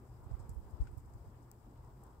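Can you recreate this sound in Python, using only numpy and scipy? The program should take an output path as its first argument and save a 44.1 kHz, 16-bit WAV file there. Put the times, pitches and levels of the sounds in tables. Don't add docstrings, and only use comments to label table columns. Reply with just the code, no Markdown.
import sys
import numpy as np
from scipy import signal
from scipy.fft import rfft, irfft
from scipy.io import wavfile

SR = 44100
rng = np.random.default_rng(int(sys.argv[2]) if len(sys.argv) > 2 else 0)


def put_to_file(sound):
    columns = np.atleast_2d(sound).T
    safe = np.clip(columns, -1, 1)
    whole_steps = np.round(safe * 32767)
    wavfile.write(sys.argv[1], SR, whole_steps.astype(np.int16))


def ratio_of_db(decibels):
    return 10 ** (np.asarray(decibels, float) / 20)


N = 97020


def rms_one(x):
    return x / np.sqrt(np.mean(x ** 2) + 1e-20)


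def in_time(rows):
    seconds, *columns = np.transpose(rows)
    return np.array([np.interp(np.arange(N) / SR, seconds, column) for column in columns])


def at_hz(points, hz):
    table_hz, value = np.transpose(points)
    return np.interp(np.log(hz), np.log(table_hz), value)


def drift(rate_hz):
    pole = np.exp(-80 * np.pi * rate_hz / SR)
    white = rng.standard_normal(N // 40 + 2002)
    slow = signal.lfilter([1], [1, -2 * pole, pole * pole], white)[2000:]
    return np.interp(np.arange(N) / 40, np.arange(len(slow)), rms_one(slow))


def band(x, low_hz, high_hz, order=2):
    return signal.sosfilt(signal.butter(order, [low_hz, high_hz], "band", fs=SR, output="sos"), x)


def high_pass(x, order, cut_hz):
    return signal.sosfilt(signal.butter(order, cut_hz, "high", fs=SR, output="sos"), x)


def left_right(left_db, right_db):
    return ratio_of_db(np.array([[left_db], [right_db]]))


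# frequency in Hz, level in dB per Hz.
RUMBLE = [(25, -15), (48, 1), (90, -2), (122, -8.5), (155, -20), (300, -28.5), (500, -46)]
# frequency in Hz, level in dB per Hz.
ROAR = [(160, -13), (270, -15.5), (420, -17), (540, -22), (950, -19.5), (1300, -27.5), (1900, -37.5),
        (3000, -49)]
# time in seconds, rumble in dB, roar in dB.
SWELL = [(0, -1.5, 0), (.1, 3.5, -1), (.2, 0.5, -1), (.3, 2, 2), (.5, 1, 1), (.6, 1, -1.5), (.8, 0, 2.5),
         (1.0, 2, -1.5), (1.15, 0, 0.5), (1.3, 2.5, 1), (1.42, -2, -0.5), (1.55, -3.5, -1.5), (1.7, -1, -1),
         (1.78, -1.5, 0.5), (1.87, 3, 0.5), (1.95, 2, -1), (2.05, -3, 1.5), (2.2, -0.5, -2)]
# frequency in Hz, correlation 0-1.
LIKENESS = [(60, 0.93), (180, 0.92), (400, 0.84), (650, 0.5), (1100, 0.24), (1650, 0), (4970, 0.0),
            (15000, 0.05)]


def traffic(patchy_db):
    level_db, left_db = -55.5, 1.0
    hz = np.maximum(np.fft.rfftfreq(N, 1 / SR), 1)
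    colour = np.hypot(ratio_of_db(at_hz(RUMBLE, hz)), ratio_of_db(at_hz(ROAR, hz)) * (hz > 90))
    colour = colour * (hz > 15) / (1 + (hz / 4000) ** 4)
    mid, side = rfft(rng.standard_normal((2, N))) * colour
    alike = np.clip(at_hz(LIKENESS, hz), -1, 1)
    both = np.sqrt(1 + alike) * mid + np.sqrt(1 - alike) * side * [[1], [-1]]
    rumble_db, roar_db = in_time(SWELL)
    out = 0
    for octave in range(9):
        lowest, highest = -1 if octave > 0 else 0, 1 if octave < 8 else 0
        offset = np.clip(np.log2(hz / 32) - octave, lowest, highest)
        share = np.cos(np.pi / 2 * offset) ** 2
        swell_db = roar_db if octave > 2 else rumble_db
        out = out + irfft(both * share, N) * ratio_of_db(patchy_db * drift(9.5) + swell_db)
    return rms_one(out) * left_right(level_db + left_db, level_db - left_db)


def air():
    white = rng.standard_normal((2, 2, N))
    low = band(white[0], 2500, 11000, order=1) * ratio_of_db(1.2 * drift(9) + 0.9 * drift(30))
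    high = band(white[1], 11000, 19000, order=1) * ratio_of_db(0.4 * drift(5))
    return (low + high) * left_right(-83.5, -89)


# frequency in Hz, pitch wander in Hz, wavering in dB, level in dB.
DRONE = [
    (119, 4.5, 3.5, -64),
    (354, 9, 4.5, -79),
]


def drone():
    out = 0
    for hz, wander_hz, waver_db, db in DRONE:
        level = ratio_of_db(db + 3 + waver_db * drift(5))
        out = out + level * np.sin(2 * np.pi * np.cumsum(hz + wander_hz * drift(6)) / SR)
    return out


def burst(rows, spread, rise):
    length = 6000
    out, t = np.zeros((2, N + SR)), np.arange(1, length + 1) / SR
    for start_s, left_db, right_db, fade_s, hz in rows:
        shape = np.exp(-t / fade_s) * (1 - np.exp(-t / (rise * fade_s)))
        white = rng.standard_normal((2, length))
        noise = band(white * shape, hz / spread, min(hz * spread, 0.45 * SR))
        noise = noise * np.sqrt(np.sum(shape ** 2) / np.sum(noise ** 2, axis=1, keepdims=True))
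        start = int(start_s * SR)
        out[:, start:start + length] += noise * left_right(left_db, right_db)
    return out[:, :N]


# start in seconds, left in dB, right in dB, fade in seconds, centre in Hz.
SPLASHES = [(.07, -82, -99, .02, 7060), (.167, -89, -93, 0.0049, 4870), (.31, -77.5, -93, 0.012, 5000),
            (.389, -74, -88, 0.025, 6300), (.494, -72, -93, 0.015, 7200), (.494, -78, -75, 0.0078, 12200),
            (.534, -82, -82, 0.033, 9500), (.70, -78, -84, 0.013, 8000), (.803, -77, -86, .025, 6500),
            (.803, -73, -81, 0.019, 2800), (.8715, -66.5, -72, 0.013, 1900),
            (.8715, -78.5, -95, 0.013, 6540), (.832, -79, -90, 0.014, 5500),
            (.974, -73.5, -83, 0.015, 8450), (1.001, -79, -90, .006, 5500), (1.058, -81, -92, 0.011, 8000),
            (1.134, -72.5, -90, 0.008, 7460), (1.34, -78, -81, .025, 1870), (1.42, -79, -92, 0.014, 7200),
            (1.655, -77.5, -78, 0.011, 1880), (1.755, -80, -81, 0.023, 2280),
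            (1.77, -84, -92, 0.0097, 6000), (1.96, -84, -96, .03, 13500), (2.035, -73, -85, 0.0063, 9000),
            (2.064, -79, -90, 0.0091, 7000)]


def splashes():
    grain_db, grains_per_s = 2.5, 250
    return burst(SPLASHES, spread=1.58, rise=0.19) * ratio_of_db(grain_db * drift(grains_per_s))


def spray():
    hits_per_s, level_db, left_db = 60, -80, 5.0
    size_db = level_db + 3.0 * np.minimum(rng.exponential(1, (2, N)), 3)
    clicks = ratio_of_db(size_db) * rng.choice([-1, 1], (2, N))
    return clicks * (rng.random((2, N)) < hits_per_s / SR) * left_right(left_db, 0)


# start in seconds, left in dB, right in dB, fade in seconds, centre in Hz.
TICKS = [(.242, -73, -74, .0008, 9000), (.3962, -72, -88, 0.0007, 7500), (.4005, -68, -84, 0.00086, 7000),
         (.409, -76, -88, 0.0009, 7500), (.4932, -59.5, -72, 0.0017, 7700),
         (.4933, -74, -61.5, 0.0016, 11500), (.503, -73, -85, .001, 8000), (.5135, -74, -88, .0008, 6300),
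         (.534, -77, -75, .0015, 10500), (.77, -76, -73, 0.00062, 10000), (.8706, -58, -82, 0.0015, 2100),
         (.872, -74.5, -86, 0.0022, 6000), (.916, -75, -69, 0.00087, 10500), (.974, -68, -76, .0015, 10500),
         (.9945, -76, -73, 0.00087, 8500), (1.058, -76, -86, .001, 8000), (1.848, -67, -88, 0.00021, 8200),
         (2.036, -61, -78, 0.00079, 10500), (2.038, -67, -64, 0.00054, 11400)]


def ticks():
    return burst(TICKS, spread=1.37, rise=0.022)


def drops():
    return high_pass(ticks() + splashes() + spray(), order=2, cut_hz=410)


# time in seconds, pitch in Hz, level in dB.
CHIRP = [
    (.108, 4480, -100),
    (.116, 4650, -96),
    (.125, 4820, -90),
    (.136, 5050, -91),
    (.148, 5200, -87),
    (.161, 5280, -92),
    (.166, 5000, -93),
    (.173, 4950, -87.5),
    (.181, 4930, -100),
]


def bird():
    hz, db = in_time(CHIRP)
    level = ratio_of_db(db + 2 * drift(46)) * (db > -99)
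    return level * np.sin(2 * np.pi * np.cumsum(hz) / SR) * left_right(0, -20.0)


# time in seconds, left in dB, right in dB.
BREEZE = [(0, -96, -99), (.22, -50.5, -66), (.3, -75, -57), (.45, -59, -49.5), (.6, -55.5, -50),
          (.69, -67, -57.5), (.76, -48, -57), (.85, -47.5, -48), (.97, -67, -47.5), (1.05, -57, -57),
          (1.16, -79, -57), (1.28, -62, -66), (1.36, -75, -76), (2.2, -79, -76)]


def breeze():
    low_hz, mid_hz, high_hz, flutter_db = 40.5, 101.2, 298, -19
    white = rng.standard_normal((2, N + SR))
    lumps = band(white, low_hz, mid_hz)[:, SR:]
    flutter = band(white, mid_hz, high_hz)[:, SR:]
    gust_db = in_time(BREEZE) + 2.9 * np.array([drift(23), drift(22)])
    return (rms_one(lumps) + ratio_of_db(flutter_db) * rms_one(flutter)) * ratio_of_db(gust_db)


# peak time in seconds, port (0 left, 1 right), peak in dB, pitch in Hz, push 1 or pull -1.
PUFFS = [(.268, 1, -36.5, 78.4, -1), (.317, 1, -30, 93, -1), (.342, 1, -28, 58.5, 1),
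         (0.402, 1, -36.5, 89, 1), (0.422, 1, -53, 91, 1), (0.493, 1, -37.5, 133, -1),
         (.497, 1, -39.5, 60, 1), (.52, 1, -38.5, 86, -1), (0.57, 1, -34.5, 47, 1),
         (0.644, 1, -39.5, 59.3, 1), (0.741, 0, -35.5, 77.4, 1), (0.8054, 0, -31, 91, -1),
         (.8118, 0, -24.5, 58.5, 1), (0.825, 1, -27.5, 65, -1), (0.976, 1, -35.5, 70.4, -1),
         (1.153, 0, -43.5, 70.5, -1), (1.16, 1, -43.5, 64.4, -1), (1.272, 1, -43, 56.4, -1)]


def puffs():
    rise_cycles, fall_cycles = 0.37, 0.5
    out = np.zeros((2, N))
    for peak_s, side, db, hz, push in PUFFS:
        cycles = (np.arange(N) / SR - peak_s) * hz
        width = np.where(cycles < 0, rise_cycles, fall_cycles)
        swing = np.cos(2 * np.pi * cycles) * np.exp(-0.5 * (cycles / width) ** 2)
        out[int(side)] += np.sign(push) * ratio_of_db(db) * swing
    return out


def plop():
    start_s, level_db, hz, t60_s, rise_s, right_db = 0.8712, -52, 1483, 0.022, 0.00064, 3
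    t = np.maximum(np.arange(N) / SR - start_s, 0)
    envelope = ratio_of_db(level_db - 60 * t / t60_s) * (1 - np.exp(-t / rise_s))
    return envelope * np.sin(2 * np.pi * hz * t) * left_right(-right_db, right_db)


def snap():
    start_s, level_db = 1.5153, -36
    click = np.zeros((2, N)) + 1e-18
    click[0, int(start_s * SR)] = -ratio_of_db(level_db)
    return high_pass(click, order=4, cut_hz=5500)


def scene():
    weather = breeze() + puffs()
    return traffic(patchy_db=1.5) + air() + drone() + drops() + bird() + weather + plop() + snap()


def resonate(x, peaks):
    for hz, width_hz, db in peaks:
        gain, k = ratio_of_db(db / 2), np.pi * width_hz / SR
        middle = -2 * np.cos(2 * np.pi * hz / SR)
        x = signal.lfilter([1 + k * gain, middle, 1 - k * gain], [1 + k / gain, middle, 1 - k / gain], x)
    return x


# frequency in Hz, width in Hz, gain in dB.
LEFT_PORT = [(5026, 820, 9), (7850, 2270, 14), (9940, 2100, -3), (13500, 2500, 8), (15170, 1700, 7.5)]
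RIGHT_PORT = [(10870, 3400, 10), (8600, 490, 3.5), (6000, 3300, -3), (15300, 5200, 2)]


def ports(dry):
    return np.array([resonate(dry[0], LEFT_PORT), resonate(dry[1], RIGHT_PORT)])


WHINE_HZ = [
    [8000],
    [12000],
]


def circuit():
    hiss_db, whine_db = -87, np.array([[-100], [-107]])
    hiss = ratio_of_db(hiss_db) * rng.standard_normal((2, N))
    tones = np.sin(2 * np.pi * np.array(WHINE_HZ) * np.arange(N) / SR)
    whine = np.sum(ratio_of_db(whine_db) * tones, axis=0)
    return hiss + whine * left_right(3.0, -6.0)


def band_limit(x):
    return signal.sosfilt(signal.butter(12, 16360, fs=SR, output="sos"), x)


def record(dry):
    x = ports(dry) + circuit()
    top_cut = signal.firwin(301, 15740, fs=SR)
    x = signal.fftconvolve(x, top_cut[None], "same")
    return band_limit(x)


dry = scene()
out = record(dry)
put_to_file(out)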